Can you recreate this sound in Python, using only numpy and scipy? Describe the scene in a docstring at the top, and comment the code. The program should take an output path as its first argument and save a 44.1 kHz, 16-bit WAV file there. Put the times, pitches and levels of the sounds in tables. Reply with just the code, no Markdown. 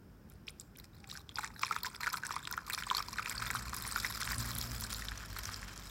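"""Fuel poured through a funnel

Fuel runs from a can into a plastic funnel on an engine's tank, close by, in a workshop.
A few small gushes come first; then the stream plops in the neck, thickens to a rush and ends in foam.
Trapped bubbles are decaying sines, droplets are noise ticks, and the cone, neck and tank filter them.
Behind, a low hum like an engine some way off swells as a wavering harmonic series, over still air."""
import sys
import numpy as np
from scipy import signal
from scipy.fft import rfft, irfft, next_fast_len
from scipy.io import wavfile
from scipy.ndimage import uniform_filter1d

SR = 44100
rng = np.random.default_rng(int(sys.argv[2]) if len(sys.argv) > 2 else 0)


def wav_record(signal):
    """Record a signal, one row per channel, as 16-bit PCM in the file named by sys.argv[1]."""
    frames = np.transpose(np.atleast_2d(signal))
    bounded = np.clip(frames, -1, 1)
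    # unit amplitude maps onto the largest positive 16-bit level
    quanta = np.round(bounded * 32767).astype(np.int16)
    wavfile.write(sys.argv[1], SR, quanta)


N = 260554
TIME = np.arange(N) / SR

# the loudest air bubbles trapped by the stream: peak_s (moment when the bubble is loudest),
# level_db (relative), pitch_hz, ring_cycles (relative decay time, in periods)
BUBBLES = [(0.5986, -36, 7070, 16), (1.043, -41, 2330, 1.9), (1.1143, -32, 4100, 4.4),
           (1.1538, -39, 1550, 3.3), (1.173, -41.5, 1590, 4.5), (1.2925, -36.5, 3490, 4.7),
           (1.3575, -29.5, 4900, 7.8), (1.3857, -26.5, 1420, 2.8), (1.4404, -33.5, 1160, 3.4),
           (1.4458, -27, 1950, 1.8), (1.632, -29.5, 5470, 14), (1.634, -22.5, 2240, 2),
           (1.635, -23.5, 1150, 3.8), (1.6486, -31, 5500, 7.7), (1.681, -33, 1850, 1.8),
           (1.7111, -25, 1263, 6.5), (1.726, -28, 1930, 0.59), (1.7638, -25, 1286, 1.8),
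           (1.834, -30.5, 4050, 14), (1.8473, -26.5, 1630, 1.76), (1.8644, -23.5, 4530, 0.96),
           (1.8678, -38, 1030, 5.7), (2.033, -25.5, 1970, 2.5), (2.0698, -21.5, 1666, 2.1),
           (2.0754, -25, 1335, 4.5), (2.101, -33.5, 4950, 5.5), (2.13, -33, 6330, 15),
           (2.162, -35, 10200, 6.5), (2.142, -29.5, 1490, 6.9), (2.235, -28, 1610, 6.4),
           (2.2933, -35.5, 1310, 3.3), (2.3085, -30, 1150, 2.6), (2.3236, -32.5, 5800, 8.1),
           (2.365, -28.5, 1074, 4.9), (2.453, -32.5, 3630, 2.8), (2.4728, -37, 1870, 1.2),
           (2.512, -36, 1540, 7.1), (2.539, -32, 1900, 3), (2.578, -27.5, 1310, 3.7),
           (2.7001, -24, 1830, 1.1), (2.7325, -31, 4000, 10), (2.7326, -28, 11800, 6.9),
           (2.7479, -24.5, 5100, 2.2), (2.7784, -31, 1370, 1.4), (2.8243, -29.5, 1550, 1.8),
           (2.9128, -21.5, 1140, 3.2), (2.9494, -21.5, 4430, 6.6), (2.9691, -23, 4420, 14),
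           (2.981, -28, 4750, 11), (3.004, -30.5, 1214, 4.4), (3.026, -34, 4830, 6.1),
           (3.0847, -34, 4830, 4.4), (3.1309, -32, 5300, 7.6), (3.1847, -27.5, 1740, 5.4),
           (3.195, -26, 1410, 3.8), (3.26, -24.5, 2020, 1.3), (3.2768, -33, 1390, 3),
           (3.2966, -23.5, 7800, 4.5), (3.3142, -30.5, 1950, 1.7), (3.3803, -30.5, 4800, 21),
           (3.4219, -30, 1340, 4.7), (3.449, -34, 1580, 1.8), (3.504, -22.5, 1980, 1.4),
           (3.5338, -32, 1580, 1.5), (3.5508, -25, 1180, 1), (3.733, -29.5, 1240, 1.5),
           (3.766, -24.5, 11500, 2.3), (3.852, -31, 1920, 1.3), (3.877, -29, 10540, 20),
           (3.9229, -29, 8300, 14), (3.9613, -22.5, 1460, 3), (4.0005, -24, 4800, 2.4),
           (4.0477, -21.5, 1860, 4.2), (4.175, -36, 1400, 3.4), (4.2132, -28.5, 2030, 1.2),
           (4.2251, -30.5, 1500, 2.5), (4.276, -25.5, 1750, 0.83), (4.311, -27, 1580, 1),
           (4.332, -30.5, 1770, 4.1), (4.383, -28.5, 8400, 11), (4.4505, -38, 1800, 2),
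           (4.5852, -23.5, 11580, 7.9), (4.6134, -25.5, 5130, 2.7), (4.8094, -27.5, 11310, 11),
           (4.849, -35.5, 1530, 3.6), (4.939, -29, 11740, 4.8), (4.9464, -30.5, 4196, 3.6),
           (5.0224, -31, 1850, 1.3), (5.0853, -28, 3550, 2.06), (5.119, -33.5, 1657, 1.8),
           (5.1763, -37.5, 5800, 8.8), (5.238, -37, 1500, 1.3), (5.365, -35, 1420, 1.9),
           (5.387, -29.5, 12300, 9.6), (5.39, -31, 1960, 0.99), (5.4547, -30, 5870, 5.6),
           (5.4911, -29.5, 1350, 1.3), (5.5433, -28.5, 5200, 0.88), (5.63, -35.5, 1860, 2.2)]
# how finely the stream breaks up: time_s, density (relative)
DENSITY = [(0, .7), (1.2, .8), (2.6, .8), (3.3, 1.1), (4.2, 2), (5, 2.2), (5.91, 2.4)]
# the air in the funnel's neck, which rings once fuel runs down it and is choked as the fuel
# backs up: time_s, resonance_hz (before its wavering), ring_db (relative)
NECK = [(0, 766, -12), (.9, 774, -6), (1.25, 812, 4), (1.65, 898, 7), (1.9, 948, 5), (2.9, 1010, 2),
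        (3.8, 1040, -9), (4.8, 1047, -19), (5.91, 1070, -10)]


def amp(db):
    """Decibels to amplitude ratio."""
    return 10 ** (np.asarray(db) / 20)


def evened(x):
    """Normalizes a signal to an rms of 1."""
    return x / np.sqrt(np.mean(x ** 2) + 1e-20)


def curve(rows, axis=1):
    """Piecewise-linear interpolation of one table column over time."""
    rows = np.array(rows)
    return np.interp(TIME, rows[:, 0], rows[:, axis])


def read(points, hz):
    """Interpolates a spectrum linearly over log frequency."""
    f, value = np.transpose(points)
    return np.interp(np.log(hz + 1), np.log(f), value)


def add(mix, s, sound):
    """Superposes a sound on the mix at a time in seconds."""
    part = mix[max(round(s * SR), 0):][:len(sound)]
    part += sound[:len(part)]


def noise(points):
    """Stationary noise: a white spectrum weighted by the given one, at rms 1."""
    size = next_fast_len(N, True)
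    white = rfft(rng.standard_normal(size))
    gain = amp(read(points, np.fft.rfftfreq(size, 1 / SR)))
    return evened(irfft(white * gain, size)[:N])


def drift(hz, size=8192):
    """Slow random fluctuation of rms 1: noise under a Gaussian low-pass."""
    low_pass = np.exp(-(np.fft.rfftfreq(size, N / SR / size) / hz) ** 2)
    slow = irfft(rfft(rng.standard_normal(size)) * low_pass, size)
    return evened(np.interp(TIME, np.linspace(0, N / SR, size), slow))


def colour(x, points, size=2048):
    """Minimum-phase filtering: the Hilbert relation makes each click ring only after it."""
    log_gain = np.log(amp(read(points, abs(np.fft.fftfreq(size, 1 / SR)))))
    impulse = np.fft.ifft(np.exp(np.conj(signal.hilbert(log_gain)))).real
    return signal.oaconvolve(x, impulse[:size // 2])[:N]


def resonate(x, hz, width):
    """A moving resonance of gain 1: heterodyne to zero, one-pole low-pass, and back."""
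    turn = np.exp(2j * np.pi * np.cumsum(hz) / SR)
    r = np.exp(-np.pi * width / SR)
    return 2 * (turn * signal.lfilter([1 - r], [1, -r], x / turn + 1e-18)).real


def ring(x, hz, width):
    """A fixed two-pole resonance of gain 1."""
    hz, width = min(hz, .42 * SR), min(width, SR / 4)
    return signal.lfilter(*signal.iirpeak(hz, hz / width, fs=SR), x)


def still_air(level_db=-56.5):
    """Room tone: stationary noise with most of its power at low frequencies."""
    # the workshop at rest: frequency_hz, density_db (per Hz, relative)
    air_spectrum = [(15, -61), (25, -52), (45, -1), (102, -2.5), (206, -5.5), (263, -11), (363, -14.5),
                    (641, -24), (1200, -27), (1440, -23.5), (2000, -33.5), (4300, -41), (5100, -34),
                    (6200, -41.5), (11000, -45.5), (13300, -40), (16000, -40)]
    return amp(level_db) * noise(air_spectrum)


def engine(waver=0.014, flutter_db=3.0, load=0.91, rumble_db=-4):
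    """A frequency-modulated harmonic series whose overtones grow with load, over a rumble."""
    # the distant engine: time_s, firing_hz (before its wavering), level_db (relative)
    course = [(0, 48.3, -70), (2.5, 47, -70), (2.95, 47.75, -60), (3.25, 51.7, -55), (3.48, 58, -49),
              (3.75, 60.63, -53), (3.97, 50.7, -51.5), (4.2, 55.4, -51.5), (4.38, 57.38, -46),
              (4.76, 57.7, -48), (5, 55.04, -50.5), (5.3, 48.37, -51), (5.91, 49.1, -55)]
    # its harmonics under load: multiple (of firing rate), level_db (relative)
    orders = [(1, 1), (2, 2), (3, -11.5), (4, -8), (5, -16.5)]
    # the engine's rumble: frequency_hz, density_db (per Hz, relative)
    rumble_spectrum = [(15, -52), (26, -32), (42, 2), (95, 1), (140, -9), (220, -3.5), (330, -15.5),
                       (600, -14.5), (1200, -14), (4000, -68)]
    turns = np.cumsum(curve(course) * (1 + waver * drift(8.4))) / SR
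    level = curve(course, axis=2)
    overtones_db = load * (level - level.max())
    hum = np.zeros(N)
    for k, db in orders:
        order_db = db + (k > 1) * overtones_db + flutter_db * drift(18.5)
        hum += amp(order_db) * np.sin(2 * np.pi * (k * turns + rng.random()))
    return amp(level) * (hum + amp(rumble_db) * noise(rumble_spectrum))


def workshop(x, wall_db=-17, wall_s=0.0021, room_db=-19):
    """Early reflections inside the cone, then the room's frequency-dependent reverberant decay."""
    # ring of the room: frequency_hz, t60_s
    reverberation = [(300, 1), (1500, 0.35), (5000, 0.34), (15000, 0.35)]
    t = TIME[:SR // 2]
    # sparse random echoes of either sign
    near, far = rng.choice([-1., 1.], (2, len(t))) * (rng.random((2, len(t))) < .1)
    near *= np.exp(-t / wall_s) * (t > .001)
    hz, age, z = signal.stft(far * (t > .006), SR, nperseg=256)
    decay = amp(-60 * age / read(reverberation, hz)[:, None])
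    tail = signal.istft(z * decay, SR, nperseg=256)[1][:len(t)]
    echoes = amp(wall_db) * near / np.linalg.norm(near) + amp(room_db) * tail / np.linalg.norm(tail)
    return x + signal.oaconvolve(x, echoes)[:N]


def tank(wet, cavity_hz=420, level_db=-4):
    """Cavity resonance: fuel falling inside stirs the tank's hollow in step with the splashing."""
    strength = np.sqrt(abs(uniform_filter1d(wet ** 2, size=900)) + 1e-16)
    stirred = strength * rng.standard_normal(N)
    return amp(level_db) * ring(ring(stirred, cavity_hz, 85), cavity_hz, 180)


def neck(wet):
    """Sympathetic resonance of the neck's air; swirling fuel alters the gap, and so the pitch."""
    hz = curve(NECK) * (1 + 0.031 * drift(10))
    return amp(curve(NECK, axis=2)) * resonate(resonate(wet, hz, 61), hz, 420)


def first_run(start_s=0.94, end_s=1.235, level_db=-68, waver=0.0196):
    """The first fuel down the neck makes its air sing: a faint tone wavering in pitch and level."""
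    swell = np.sin(np.pi * np.clip((TIME - start_s) / (end_s - start_s), 0, 1))
    turns = np.cumsum(curve(NECK) * (1 + waver * drift(44))) / SR
    return amp(level_db) * swell * (1 + .5 * drift(40)) * np.sin(2 * np.pi * turns)


def lumps(rough_db=5.5, quick_db=1.0, burst=0.38, settle_s=0.021):
    """Amplitude modulation by a lumpy stream, evener as it thickens; plops add decaying bursts."""
    s, db = np.transpose(BUBBLES)[:2]
    kicks = np.bincount((s * SR).astype(int), amp(db - db.max()), N)
    thrown = signal.lfilter([1], [1, -np.exp(-1 / (settle_s * SR))], kicks)
    uneven_db = rough_db * drift(73) + quick_db * drift(160)
    uneven_db = uneven_db / np.sqrt(np.maximum(curve(DENSITY), .3))
    return amp(uneven_db) * (1 + burst * np.sqrt(thrown))


def impacts(per_s=330, spread_db=4.5, smear_s=0.00022):
    """Droplets strike plastic as a random point process of wide-band ticks, very unequal in size."""
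    chance, size, grit = rng.random(N), rng.random(N), rng.standard_normal(N)
    hits = (chance < per_s * curve(DENSITY) / SR) * amp(-spread_db * np.log(size + 0.071))
    envelope = signal.lfilter([1], [1, -np.exp(-1 / (smear_s * SR))], hits)
    return evened(grit * envelope)


def froth(lump, ticks):
    """Tiny foam bubbles merge statistically into a crackle of ticks and a fizz of filtered noise."""
    # froth heaping up in the cone: time_s, level_db (relative)
    heap = [(0, -110), (3, -59.5), (3.8, -55.5), (4.4, -51), (5, -54.5), (5.5, -52), (5.91, -58)]
    # its colour: frequency_hz, density_db (per Hz, relative)
    fizz_colour = [(200, -32), (500, -7.5), (680, 2), (850, 5), (1300, 12), (1700, 13.5), (2200, 8),
                   (3050, 10), (3600, 4), (5900, 1), (8000, -1.5), (16000, -25)]
    crackle = np.sqrt(lump) * (ticks + 1.1 * rng.standard_normal(N))
    return amp(curve(heap)) * evened(colour(crackle, fizz_colour))


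def surges(sway_db=-1.5, sway_hz=30):
    """Random sway of flow in dB: a thin stream wobbles, a thick one runs more steadily."""
    return sway_db * drift(sway_hz) / np.maximum(curve(DENSITY), .5)


def gushes(gurgle_share):
    """Trapezoidal envelopes: each gush lands quickly, holds and drains away."""
    # separate gushes from the can while the stream is thin: start_s, length_s,
    # level_db (relative), gurgle_db (gurgle's added level)
    gush_rows = [(0.285, 0.099, -76, 1), (0.467, 0.05, -60, -2), (0.751, 0.12, -63, -4),
                 (0.932, .1, -70.5, -3), (1.07, 0.16, -59.5, -2), (1.348, 0.13, -53.5, 4),
                 (1.569, 0.26, -55, -6), (1.826, 0.049, -58, 6), (1.939, 0.046, -54, -1),
                 (2.002, 0.2, -51.5, 4.5), (2.23, 0.18, -55, 4), (2.419, .13, -55.5, 2),
                 (2.663, 0.24, -52, 2), (2.901, 0.12, -52, 7)]
    attack_s, release_s = 0.0041, 0.027
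    total = np.zeros(N)
    for s, length, db, gurgle_db in gush_rows:
        ramp = np.minimum((TIME - s) / attack_s, (s + length - TIME) / release_s)
        total += amp(db + gurgle_share * gurgle_db) * np.clip(ramp, 0, 1)
    return total


def splashes(centre_hz):
    """Power sum of splashes that rise before and decay after bubbles, greatest for like pitch."""
    lead_s, settle_s, width_octaves = 0.0045, 0.012, 1.0
    power, age = np.zeros(N), TIME[:SR // 4] - TIME[SR // 20]
    shape = np.exp(-np.maximum(-age / lead_s, age / settle_s))
    for s, db, hz, _ in BUBBLES:
        likeness = 1 / (1 + (np.log2(hz / centre_hz) / width_octaves) ** 4)
        add(power, s + age[0], amp(db) ** 2 * shape * likeness)
    return np.sqrt(power)


def pour(surge, centre_hz, flow_db, thick_db, gush_db, splash_db, gurgles=False):
    """Level in dB of one spatter size: an energy sum of stream, gushes and splashes."""
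    # strength of the unbroken stream: time_s, level_db (relative)
    flow = [(1.3, -92), (1.55, -62), (2.0, -64), (2.62, -66), (2.95, -61), (3.11, -58), (3.28, -52),
            (3.54, -48), (3.66, -55), (3.8, -51.5), (4.3, -48), (4.7, -54), (4.96, -52), (5.15, -64),
            (5.45, -55), (5.72, -63.5), (5.91, -59.5)]
    # thick_db is the gain as the stream thickens
    steady = amp(curve(flow) + surge + flow_db + thick_db * (curve(DENSITY) - 1))
    gushing = amp(gush_db) * gushes(gurgles)
    splashing = amp(splash_db) * splashes(centre_hz)
    return 10 * np.log10(steady ** 2 + gushing ** 2 + splashing ** 2 + 1e-14)


def slap(hz, breadth, decay_s, size=700):
    """A wet smack: decaying noise through two equal resonances, scaled to peak 1."""
    burst = rng.standard_normal(size) * np.exp(-TIME[:size] / decay_s)
    burst = ring(ring(burst, hz, breadth * hz), hz, breadth * hz)
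    return burst / abs(burst).max()


def taps():
    """Impact of single drops on hard plastic: brief band-limited noise bursts."""
    # single drops that strike hard: start_s, level_db (peak, before the cone), centre_hz
    tap_rows = [(.2995, -39.5, 13600), (.337, -50, 9000), (.761, -43, 3500), (.772, -38, 11000),
                (.7875, -42, 13000), (.7995, -35, 14000), (1.0993, -32, 4830), (1.1739, -30, 5930),
                (1.445, -25.5, 6850), (1.4758, -33, 4900), (1.833, -22.5, 14500), (2.131, -24, 15000),
                (2.267, -25.5, 6790), (2.3634, -33, 4500), (2.4732, -27, 4050), (2.5127, -26, 12760),
                (2.5259, -22, 4500), (2.5687, -34, 14000), (2.6992, -25.5, 12700), (2.901, -20, 3120),
                (3.5118, -22.5, 9700), (3.546, -31, 12160), (3.7448, -26.5, 9200), (3.823, -25, 12740),
                (4.2313, -23.5, 4800), (4.551, -24.5, 10220), (4.839, -24.5, 5100), (4.929, -24.5, 5810),
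                (5.3908, -28, 3610), (5.4778, -39, 9000), (5.7768, -32.5, 5810)]
    out = np.zeros(N)
    for s, db, hz in tap_rows:
        add(out, s, amp(db) * slap(hz, breadth=0.55, decay_s=0.0006))
    return out


def chirps():
    """A drop's bubble rises to the surface, its pitch climbing exponentially under a smooth swell."""
    # start_s, level_db (before the cone), pitch_hz (at the start), rise (octaves per s), length_s
    chirp_rows = [(0.4796, -34, 1960, 183, 0.012), (.5042, -45.5, 8100, 200, 0.0048)]
    out = np.zeros(N)
    for s, db, hz, octaves, length in chirp_rows:
        t = TIME[:int(length * SR)]
        swell = np.sin(np.pi * (t / length) ** 0.46) ** 2
        turns = np.cumsum(hz * 2 ** (octaves * t)) / SR
        add(out, s, amp(db) * swell * np.sin(2 * np.pi * turns))
    return out


def glugs(level_db=-15, fall_s=0.0225, decay_s=0.0091, swell_s=0.0054, largest_hz=2100, open_share=0.7):
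    """Large bubbles leave soft tails gliding to the neck's resonance, weaker as the neck is choked."""
    out, t = np.zeros(N), TIME[:SR // 12]
    neck_hz, ring_db = curve(NECK), curve(NECK, axis=2)
    for s, db, hz, _ in BUBBLES:
        phase, at = rng.random(), int(s * SR)
        if hz < largest_hz:  # low pitch means a large bubble
            turns = np.cumsum(neck_hz[at] + (hz - neck_hz[at]) * np.exp(-t / fall_s)) / SR
            shape = (1 - np.exp(-t / swell_s)) * np.exp(-t / decay_s)
            gain = amp(db + level_db + open_share * min(ring_db[at], 0))
            add(out, s, gain * shape * np.sin(2 * np.pi * (turns + phase)))
    return out


def bubble(hz, cycles, glide, rise=.9, size=700):
    """A pulsating air pocket: a damped sine of sliding pitch; gives the sound and its envelope."""
    age = np.arange(size) * hz / SR  # in cycles
    shape = (1 - np.exp(-(age / rise) ** 2)) * np.exp(-age / cycles)
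    shape /= shape.max()
    slide = np.exp(glide * np.tanh((age - 2 * rise) / (2 * cycles)))
    turns = np.cumsum(hz * slide) / SR
    return shape * np.sin(2 * np.pi * (turns + rng.random())), shape


def plops(sustain=0.94, lift=-0.021, scatter=0.2, slap_db=-8, level_db=1.67, tick_db=-10, tick_hz=5200):
    """Bubbles ring as damped oscillators, opening with a wet smack and the tick of the drop."""
    out = np.zeros(N)
    for s, db, hz, cycles in BUBBLES:
        tone, shape = bubble(hz, max(sustain * cycles, 1), lift + scatter * rng.standard_normal())
        smack = amp(slap_db) * slap(0.96 * hz, breadth=1.28, decay_s=0.0018)
        tick = amp(tick_db) * slap(tick_hz, breadth=0.75, decay_s=0.0006)
        # start early enough for the bubble's envelope to peak at peak_s
        add(out, s - shape.argmax() / SR, amp(db + level_db) * (tone + smack + tick))
    # the narrow neck radiates little below its own pitch
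    return signal.sosfilt(signal.butter(4, 760, "high", fs=SR, output="sos"), out)


def spatter(level, lump, ticks, low_hz, high_hz, cycles, spread_db, tick_db, wash_db, count):
    """Superposed small bubbles of one size class, droplet ticks and wash, levelled to the pour."""
    # colour of the funnel's cone: frequency_hz, gain_db
    cone_colour = [(300, -34), (700, 9), (1030, 4), (1600, 2.5), (2400, 3), (3100, -9.5), (4100, -2),
                   (5100, -0.5), (6500, -8.5), (7700, -1), (9000, -3.5), (11300, 1.5), (13000, -1),
                   (16000, -4.5)]
    so_far, out = np.cumsum(np.maximum(curve(DENSITY), .05)), np.zeros(N)
    # jittered order numbers, spread out in time by the density
    places = (np.arange(count) + 2 * rng.random(count)) / (count + 2)
    times = np.searchsorted(so_far, so_far[-1] * places) / SR
    for s, (pitch, size, slide) in zip(times, rng.random((count, 3))):
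        hz = low_hz * (high_hz / low_hz) ** pitch
        tone, _ = bubble(hz, cycles, slide * 0.432 - .2, size=600)
        add(out, s, amp(-spread_db * np.log(size + 0.021)) * tone)
    band = signal.butter(3, [low_hz, high_hz], "band", fs=SR, output="sos")
    hiss = signal.sosfilt(band, ticks + amp(wash_db) * rng.standard_normal(N))
    out = colour(lump * (evened(out) + amp(tick_db) * evened(hiss)), cone_colour)
    # divide out the running rms, so that level alone sets the strength
    power = uniform_filter1d(uniform_filter1d(out ** 2, size=2600), size=1600)
    return amp(level) * out / np.sqrt(abs(power) + 1e-12)


def stream():
    """Source and filter: bubbles, drops and froth excite the cone, the neck and the tank."""
    # pitches that cancel inside the cone: frequency_hz, width_hz, depth (0-1)
    notches = [(2050, 160, 0.41), (2910, 225, 0.61), (4487, 260, 0.5), (6340, 190, 0.79),
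               (10300, 1500, 0.28), (12300, 720, 0.62)]
    lump, ticks, surge = lumps(), impacts(), surges()
    large = pour(surge, centre_hz=1450, flow_db=5.0, thick_db=-7.0, gush_db=1.5, splash_db=-19.5,
                 gurgles=True)
    medium = pour(surge, centre_hz=4840, flow_db=1.0, thick_db=2.6, gush_db=3, splash_db=-20.5)
    fine = pour(surge, centre_hz=10500, flow_db=-3.0, thick_db=5.0, gush_db=-1.5, splash_db=-21)
    # foam closes over the pool and smothers the finest spray
    foam_from_s, foam_closing_s, foam_db = 4.9, .5, -3
    fine = fine + foam_db * np.clip((TIME - foam_from_s) / foam_closing_s, 0, 1)
    gurgle = spatter(large, lump, ticks, 1008, 2830, cycles=3.8, spread_db=4.0,
                     tick_db=-5, wash_db=-7, count=1300)
    splash = spatter(medium, lump, ticks, 3080, 7200, cycles=8.2, spread_db=4.5,
                     tick_db=-1, wash_db=-12.5, count=1400)
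    spray = spatter(fine, lump, ticks, 6870, 16340, cycles=12.0, spread_db=5.0,
                    tick_db=-2.5, wash_db=-10, count=1500)
    wet = plops() + glugs() + taps() + chirps() + gurgle + splash + spray + froth(lump, ticks)
    hollows = neck(wet) + tank(wet) + first_run()
    for hz, width, depth in notches:
        wet = wet - depth * ring(wet, hz, width)
    return wet + hollows


def scene():
    """Linear superposition of the pour with its echoes, the engine and the still air."""
    return (workshop(stream()) + engine() + still_air())[None]


def record(dry):
    """Band limitation by a linear-phase low-pass."""
    edge_hz = 16100
    low_pass = signal.firwin(401, edge_hz, window=("kaiser", 8), fs=SR)
    return signal.oaconvolve(dry, low_pass[None], "same")


dry = scene()
out = record(dry)
wav_record(out)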